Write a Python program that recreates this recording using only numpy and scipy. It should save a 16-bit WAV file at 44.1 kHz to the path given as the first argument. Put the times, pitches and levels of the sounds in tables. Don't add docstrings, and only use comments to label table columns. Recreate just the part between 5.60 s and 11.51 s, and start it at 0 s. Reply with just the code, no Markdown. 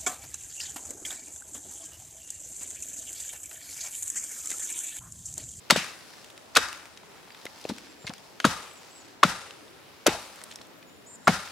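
import sys
import numpy as np
from scipy import signal
from scipy.io import wavfile
from scipy.ndimage import uniform_filter1d

SR = 44100
rng = np.random.default_rng(int(sys.argv[2]) if len(sys.argv) > 2 else 0)


def gain_from_decibels(decibels):
    exponent = np.asarray(decibels, float) / 20
    return 10 ** exponent


def store_wav(level_fs):
    pcm = np.round(np.clip(np.atleast_2d(level_fs), -1, 1) * 32767)
    wavfile.write(sys.argv[1], SR, pcm.T.astype(np.int16))


N = 260631

BANDS_HZ = 22 * 2 ** np.arange(0, 10, .5)
# f/Hz, level/dB, t60/s
HEAD_MODES = [(3680, -31, .3), (3790, -35, .2), (4690, -37, .2), (7860, -39, .3), (7990, -41, .25)]
# t/s, level/dB, wood resonance f/Hz, resonance level/dB, steel level/dB
SENT_ROUND = [
    (.106, 9, 1580, 5.5, 0),
    (.165, -11, 1510, 15, -4),
    (0.967, 7, 1480, 10, 2),
    (2.848, 11, 1230, 2.5, -11.5),
    (3.634, 10.5, 1250, 8, -11),
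    (4.469, 10.5, 875, -9, -8),
    (5.676, 11, 1400, 5.5, -4.5),
]


def at_hz(points, hz):
    points = np.array(points)
    return np.interp(np.log(hz), np.log(points[:, 0]), points[:, 1])


def band(x, low_hz, high_hz):
    edges_hz = [max(low_hz, 15), min(high_hz, SR * .45)]
    return signal.sosfilt(signal.butter(2, edges_hz, "band", fs=SR, output="sos"), x)


def resonance(x, hz, q):
    return signal.lfilter(*signal.iirpeak(hz, q, fs=SR), x)


def dulled(x, hz):
    return signal.lfilter(*signal.butter(1, hz, fs=SR), x)


def drift(rate_hz):
    points = rng.standard_normal(500)
    return np.interp(np.arange(N) / SR * rate_hz, np.arange(500), points)


def pair(mid, side, alike):
    alike = np.clip(alike, -1, 1)
    return np.sqrt((1 + alike) / 2) * mid + np.sqrt((1 - alike) / 2) * side * [[1], [-1]]


def add(track, s, sound):
    i = int(s * SR)
    track[..., i:i + sound.shape[-1]] += sound[..., :N - i]


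def banded(spectrum, sources, likeness, patchy_db):
    out = 0
    for k, (low_hz, high_hz) in enumerate(zip(BANDS_HZ, BANDS_HZ[1:])):
        hz = np.sqrt(low_hz * high_hz)
        mid, side = band(sources[k % 2], low_hz, high_hz)
        level = gain_from_decibels(at_hz(spectrum, hz) + patchy_db * drift(5.2))
        out = out + level * pair(mid, side, at_hz(likeness, hz))
    return out / np.sqrt(np.mean(out.mean(axis=0) ** 2))


def wind():
    # f/Hz, density/dB
    wind_colour = [(18, -22), (30, -25), (64, -9), (189, -7), (371, -4), (1120, -10.5), (2000, -15),
                   (15800, -29.5)]
    # f/Hz, left-right likeness
    wind_likeness = [(60, -0.115), (240, 0.25), (950, 0.24), (3770, -0.14), (15000, -0.37)]
    sources = rng.standard_normal((2, 2, N))
    return gain_from_decibels(-49.5 - 5.5) * banded(wind_colour, sources, wind_likeness, patchy_db=-2.3)


def rustle():
    # t/s, level/dB
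    stirring = [(0.0, -68), (0.57, -63.5), (0.85, -69.5), (1.5, -69), (1.78, -63), (1.94, -64),
                (2.08, -58.5), (2.25, -61.5), (2.4, -68.5), (2.55, -64), (2.85, -70), (3.42, -64.5),
                (3.7, -77), (4.28, -67.5), (4.84, -65), (5.05, -67.5), (5.27, -78), (5.91, -66.5)]
    # f/Hz, density/dB
    needle_colour = [(180, -25), (300, -5), (354, -6), (543, -1), (650, 2), (1070, -1.5), (4720, -1.5),
                     (15500, -19.5)]
    chance = 1800 * gain_from_decibels(3.0 * drift(14)) / SR
    clicks = rng.random((2, 1, N)) < chance
    clicks = clicks * gain_from_decibels(3.2 * np.minimum(rng.exponential(1, (2, 1, N)), 2.5))
    sources = rng.standard_normal((2, 2, N)) * (0.21 + clicks)
    stir_s, stir_db = np.transpose(stirring)
    level = gain_from_decibels(np.interp(np.arange(N) / SR, stir_s, stir_db))
    shake_db, shake_peak_s, sharpness = -77, 0.11, 0.96
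    u = np.arange(SR) / SR / shake_peak_s
    shake = (u * np.exp(1 - u)) ** sharpness
    for s, db, *_ in SENT_ROUND:
        add(level, s, gain_from_decibels(db + shake_db) * shake)
    likeness = [(300, 0.96), (12000, 0.39)]
    return level * gain_from_decibels(9.5) * banded(needle_colour, sources, likeness, patchy_db=2.0)


def fractures(rows, grain_db, alike, woody_db):
    out, t_ms = np.zeros((2, N)), np.arange(8000) / SR * 1000
    draws = rng.standard_normal((len(rows), 3, 8000))
    for (s, db, hz, octaves, rise_ms, t60_ms), (mid, side, size) in zip(rows, draws):
        grains = gain_from_decibels(grain_db * np.clip(size, -2, 2)) * pair(mid, side, alike)
        decay = gain_from_decibels(-60 * np.maximum(t_ms - rise_ms, 0) / t60_ms)
        shape = np.minimum(t_ms / rise_ms, 1) ** 2 * decay
        shaped = shape * band(grains, hz * 2 ** (-octaves / 2), hz * 2 ** (octaves / 2))
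        rms = np.sqrt(np.mean(shaped ** 2) / np.mean(shape ** 2))
        burst = gain_from_decibels(db) * shape * (shaped / np.maximum(shape, 1e-30)) / (2 * rms)
        burst = burst + gain_from_decibels(woody_db) * resonance(burst, hz, 5.0)
        add(out, s, dulled(burst, 9500))
    return out


def staged(*stages):
    return [row + shape for shape, rows in stages for row in rows]


def tearing():
    # width/octaves, rise/ms, t60/ms
    touch_shape = (1.94, 2.5, 23)
    crack_shape = (2.7, 1.4, 20)
    split_shape = (2.63, 3, 78.6)
    crush_shape = (2.36, 4.3, 63)
    sag_shape = (3.06, 6.2, 390)
    # t/s, peak level/dB, centre f/Hz
    touches = [
        (.9480, -27, 1200),
        (2.8420, -13.5, 1770),
        (3.6289, -10.5, 2070),
        (4.4599, -18.5, 1580),
        (5.6700, -17.5, 1800),
        (2.4660, -28, 4070),
    ]
    # t/s, peak level/dB, centre f/Hz
    wood_cracks = [
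        (0.1061, -2, 4630),
        (0.1614, -23.5, 8800),
        (0.9523, -15.5, 4170),
        (.9680, -2, 4000),
        (2.8001, -20, 1510),
        (3.6335, -8, 3400),
        (4.4650, -6.5, 5250),
        (4.471, -10.5, 6060),
        (5.676, -16.5, 5300),
    ]
    # t/s, peak level/dB, centre f/Hz
    splits = [
        (0.0984, -13.5, 2890),
        (.1110, -16.5, 3020),
        (0.1592, -21, 3000),
        (.9580, -11.5, 2480),
        (.9720, -18.5, 3300),
        (2.088, -28.5, 3780),
        (2.8471, -14, 3770),
        (3.632, -16, 2200),
        (4.4640, -11.5, 1390),
        (5.676, -16.5, 2280),
    ]
    # t/s, peak level/dB, centre f/Hz
    crushes = [(.1030, -12.5, 633), (.9670, -17, 444), (2.0920, -30, 880), (2.469, -29, 2200),
               (2.846, -14, 533), (3.6310, -13, 570), (5.6744, -6.5, 730), (.9620, -16, 800),
               (4.4700, -16, 300), (2.1040, -29.5, 250), (2.4400, -38.5, 607), (2.497, -32.5, 704)]
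    # t/s, peak level/dB, centre f/Hz
    sags = [
        (0.166, -23.5, 2540),
        (2.802, -43, 3000),
        (4.4850, -27.5, 835),
    ]
    rows = staged((touch_shape, touches), (crack_shape, wood_cracks), (split_shape, splits),
                  (crush_shape, crushes), (sag_shape, sags))
    return fractures(rows, grain_db=2.0, alike=0.8, woody_db=3.5)


def bending(rows, narrow, wobble):
    out, t = np.zeros(N), np.arange(4000) / SR
    sink_octaves_per_ms, sink_at_hz = 0.038, 260
    draws = rng.standard_normal((len(rows), 2, 200))
    for (s, db, hz, swell_ms), (pitch, size) in zip(rows, draws):
        cycle = np.minimum(t * hz, 199)
        u = t * 1000 / swell_ms
        uneven = wobble * np.interp(cycle, np.arange(200), pitch)
        sunk = np.minimum(sink_octaves_per_ms * sink_at_hz / hz * t * 1000, 1.3)
        phase = 2 * np.pi * np.cumsum(hz * 2 ** (uneven - sunk)) / SR
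        strength = gain_from_decibels(db + 18.7 * wobble * np.interp(cycle, np.arange(200), size))
        add(out, s, strength * (u * np.exp(1 - u)) ** narrow * np.sin(phase))
    return out


def wood_knocks():
    # t/s, peak level/dB, f/Hz, swell/ms
    bites = [(.1018, -12, 1360, 1.8), (.1050, -17, 880, 2.9), (.1065, -1.5, 2080, 0.94),
             (.1090, -15, 1340, 2.5), (.1585, -18, 1560, 0.99), (.1605, -13, 590, 1.5),
             (.9640, -8.5, 1400, 2.5), (.9690, -14.5, 1176, 3.2), (.9730, -6, 1600, 1.13),
             (.9810, -27, 1400, 3), (1.854, -31, 470, 1.6), (2.0520, -21, 514, 1.45),
             (2.0585, -33.5, 490, 1), (2.0955, -22, 295, 2.6), (2.8440, -9.5, 1356, 3.1),
             (2.8485, -10.5, 1190, 2.1), (2.8520, -12.5, 1500, 1.9), (2.8475, -11.5, 289, 4.3),
             (3.6298, -6.5, 1207, 3.2), (3.6335, -0.5, 1270, 0.98), (3.6375, -11, 1400, 3.3),
             (4.4632, -10, 619, 3.1), (4.4690, -32, 1567, 2), (4.4790, -12.5, 427, 3.1),
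             (4.545, -31, 703, 6.3), (5.6720, -7, 1306, 1.8), (5.6765, -8.5, 1344, 2),
             (5.6770, -9.5, 456, 0.8), (1.716, -47, 4800, 5.6), (1.8655, -35.5, 2150, 2.8)]
    return bending(bites, narrow=3.2, wobble=.06)


def trunk_thumps():
    # t/s, peak level/dB, f/Hz, swell/ms
    trunk_waves = [(.102, -16.5, 350, 1.64), (.116, -24, 260, 9), (.170, -27, 245, 8.8),
                   (.975, -24, 326, 3.7), (2.104, -29, 326, 11), (2.438, -40.5, 228, 8.8),
                   (2.494, -29, 260, 3.9), (2.856, -19, 251, 11.3), (3.646, -19, 239, 7.1),
                   (4.480, -30.5, 240, 9.5), (5.686, -11.5, 243, 9.2)]
    return bending(trunk_waves, narrow=3.55, wobble=0.19)


def steel():
    # t/s, level/dB, free ringing/s
    head_blows = [
        (.107, 2, 0.054),
        (.969, -3, 0.1),
        (2.85, -12, 0.089),
        (3.635, -22, 0.078),
        (4.468, -6, .05),
        (5.678, -23, 0.055),
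    ]
    out, t = np.zeros(N), np.arange(12000) / SR
    ring = sum(gain_from_decibels(db - 60 * t / t60_s) * np.sin(2 * np.pi * hz * t) for hz, db, t60_s in HEAD_MODES)
    for s, db, free_s in head_blows:
        damping_db = 3000 * np.maximum(t - free_s, 0)
        add(out, s, gain_from_decibels(db - damping_db) * ring)
    return out


def sent_round():
    out, click = np.zeros(N), np.eye(1, 600)[0]
    broad = dulled(click, 5360)
    steely = sum(resonance(click, mode_hz, 22) for mode_hz, *_ in HEAD_MODES[:3:2])
    for s, db, hz, resonance_db, steel_db in SENT_ROUND:
        woody = resonance(click, hz, 2.6)
        add(out, s, gain_from_decibels(db) * (broad + gain_from_decibels(resonance_db + 3) * woody + gain_from_decibels(steel_db) * steely))
    return out


def forest(x):
    # f/Hz, level/dB, t60/s
    echo_bands = [(87, -6.5, 0.51), (186, -6, 0.22), (358, -13.5, 0.57), (700, -14, 0.98),
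                  (1400, -13.5, 0.67), (2750, -14.5, 0.82), (6000, -11, 0.56), (9250, -16.5, 1),
                  (14000, -13.5, 0.35)]
    # f/Hz, left-right likeness
    echo_likeness = [(60, 0.83), (180, 1), (550, 0.96), (1650, 0.68), (4970, 0.37), (15000, -0.49)]
    t, response = np.arange(SR) / SR, 0
    echoes, size = rng.standard_normal((2, SR)), rng.standard_normal(SR)
    clumps = uniform_filter1d(size, size=600) * np.sqrt(600)
    echoes = echoes * gain_from_decibels(3.05 * size + 0.95 * clumps)
    stand_s, stand_width_s, stand_db = 0.069, 0.019, 3.5
    stand = gain_from_decibels(stand_db * np.exp(-((t - stand_s) / stand_width_s) ** 2))
    build = np.clip((t - .006) / 0.017, 0, 1) * stand
    for k, (low_hz, high_hz) in enumerate(zip(BANDS_HZ, BANDS_HZ[1:])):
        hz = np.sqrt(low_hz * high_hz)
        db = at_hz(echo_bands, hz)
        t60_s = at_hz(np.array(echo_bands)[:, ::2], hz)
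        mid, side = band(echoes, low_hz, high_hz) * (-1) ** k
        response = response + gain_from_decibels(db - 60 * t / t60_s) * build * pair(mid, side, at_hz(echo_likeness, hz))
    return gain_from_decibels(-28.5) * signal.fftconvolve(x[None], response, axes=1)[:, :N]


def twig_snaps():
    # width/octaves, rise/ms, t60/ms
    snap_shape = (4.1, .35, 14)
    tick_shape = (2.0, .45, 20)
    tip_shape = (1.9, .4, 14)
    # t/s, peak level/dB, centre f/Hz
    breaks = [(.2444, -21.5, 2130), (.6443, -30.5, 2680), (.7019, -32.5, 3340), (.777, -29.5, 2010),
              (1.0857, -21, 2380), (1.1282, -21.5, 2640), (1.255, -30, 2200), (1.8539, -21.5, 2640),
              (2.1829, -26, 2250), (2.5365, -24.5, 2300), (2.5808, -34, 3300), (3.4829, -38.5, 2280),
              (4.8152, -29.5, 2130), (4.8381, -23.5, 8600), (4.9056, -36, 3540), (2.8012, -20, 2210)]
    # t/s, peak level/dB, centre f/Hz
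    ticks = [(.5356, -38.5, 2030), (.582, -39, 1830), (1.3735, -31, 3550), (1.4307, -38, 1000),
             (1.7042, -33.5, 2420), (1.7465, -32.5, 1680), (1.8137, -38, 3970), (1.8649, -26.5, 2220),
             (2.012, -35, 5300), (2.04, -33, 4090), (2.0509, -31, 2580), (2.2454, -42, 2400),
             (2.2692, -40, 1780), (2.4937, -26.5, 3500), (3.9079, -30, 2980), (4.0794, -44.5, 3500),
             (4.914, -29.5, 3960), (4.9232, -32, 3020), (4.9578, -26, 5600), (4.987, -39, 2140),
             (5.0141, -33, 4250), (5.2266, -37, 2330), (5.8737, -28.5, 1770), (5.0110, -34, 590),
             (4.9110, -32.5, 2200), (5.296, -46, 3000), (2.476, -23.5, 2600), (2.485, -33, 4200)]
    # t/s, peak level/dB, centre f/Hz
    tips = [
        (1.174, -36, 6400),
        (3.1350, -41, 12100),
        (3.8174, -41, 5530),
        (4.6333, -46, 5400),
        (4.7575, -36, 7900),
        (4.9368, -38, 8000),
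        (5.0694, -43, 8460),
        (5.5554, -40, 7000),
    ]
    rows = staged((snap_shape, breaks), (tick_shape, ticks), (tip_shape, tips))
    return fractures(rows, grain_db=6.5, alike=0.87, woody_db=4)


def birds():
    # t/s, length/s, first f/Hz, last f/Hz, level/dB
    arched = [
        (3.303, .124, 7150, 7200, -61),
        (5.460, .110, 6550, 6600, -53),
        (5.460, .108, 7450, 7500, -58),
        (5.640, .100, 6700, 6750, -53),
    ]
    # t/s, length/s, first f/Hz, last f/Hz, level/dB
    slid = [(2.29, .045, 7300, 7200, -66), (2.415, .03, 8400, 8300, -67), (2.385, .105, 7250, 6950, -60),
            (3.095, .060, 7600, 7650, -58), (3.150, .055, 7650, 7400, -65), (3.155, .055, 7450, 6400, -60),
            (3.335, .055, 7600, 7200, -63), (3.380, .048, 7250, 6400, -56), (4.875, .040, 7200, 7300, -68),
            (4.88, .050, 8450, 8200, -67), (5.26, .115, 6800, 7000, -64), (5.378, .037, 6950, 6900, -69),
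            (5.643, .060, 8350, 7800, -59)]
    out, flutter = np.zeros(N), drift(80) + drift(45)
    warble_hz = 45 * drift(70)
    for notes, arch_hz, squareness in (arched, 680, 5), (slid, 200, 2):
        for s, length_s, first_hz, last_hz, db in notes:
            u = np.linspace(0, 1, int(length_s * SR))
            arch = arch_hz * (1 - np.abs(2 * u - 1) ** squareness)
            hz = first_hz + (last_hz - first_hz) * u + arch + warble_hz[int(s * SR):][:len(u)]
            edges = np.minimum(np.minimum(u, 1 - u) * length_s / .012, 1)
            add(out, s, np.sqrt(2) * gain_from_decibels(db) * edges * np.sin(2 * np.pi * np.cumsum(hz) / SR))
    return out * gain_from_decibels(2.4 * flutter)


def scene():
    thumps = trunk_thumps()
    blows = (wood_knocks() + thumps + steel()) * gain_from_decibels([[1.5], [-1.6]])
    blows = blows + tearing() * gain_from_decibels([[.8], [-.8]])
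    twigs = twig_snaps() * gain_from_decibels([[-2.5], [-3.5]])
    song = birds()
    sent = sent_round() + gain_from_decibels(-19) * blows.mean(axis=0) + gain_from_decibels(-13) * thumps
    sent = sent + gain_from_decibels(-9.5) * twigs.mean(axis=0) + gain_from_decibels(-6) * song
    direct = blows + twigs + song * gain_from_decibels([[.3], [-.3]])
    scattered = forest(sent) * gain_from_decibels([[1.2], [-1.2]])
    return direct + scattered + rustle() * gain_from_decibels([[.6], [-.6]]) + wind() * gain_from_decibels([[.4], [-.4]])


def band_limit(x):
    return signal.sosfilt(signal.butter(12, 15940, fs=SR, output="sos"), x)


def record(dry):
    heard = dry + gain_from_decibels(-72) * rng.standard_normal(dry.shape)
    heard = signal.sosfilt(signal.butter(2, 55, "high", fs=SR, output="sos"), heard)
    heard = signal.sosfilt(signal.cheby2(14, 50, 16600, fs=SR, output="sos"), heard)
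    return band_limit(np.clip(heard, -1, 1))


dry = scene()
out = record(dry)
store_wav(out)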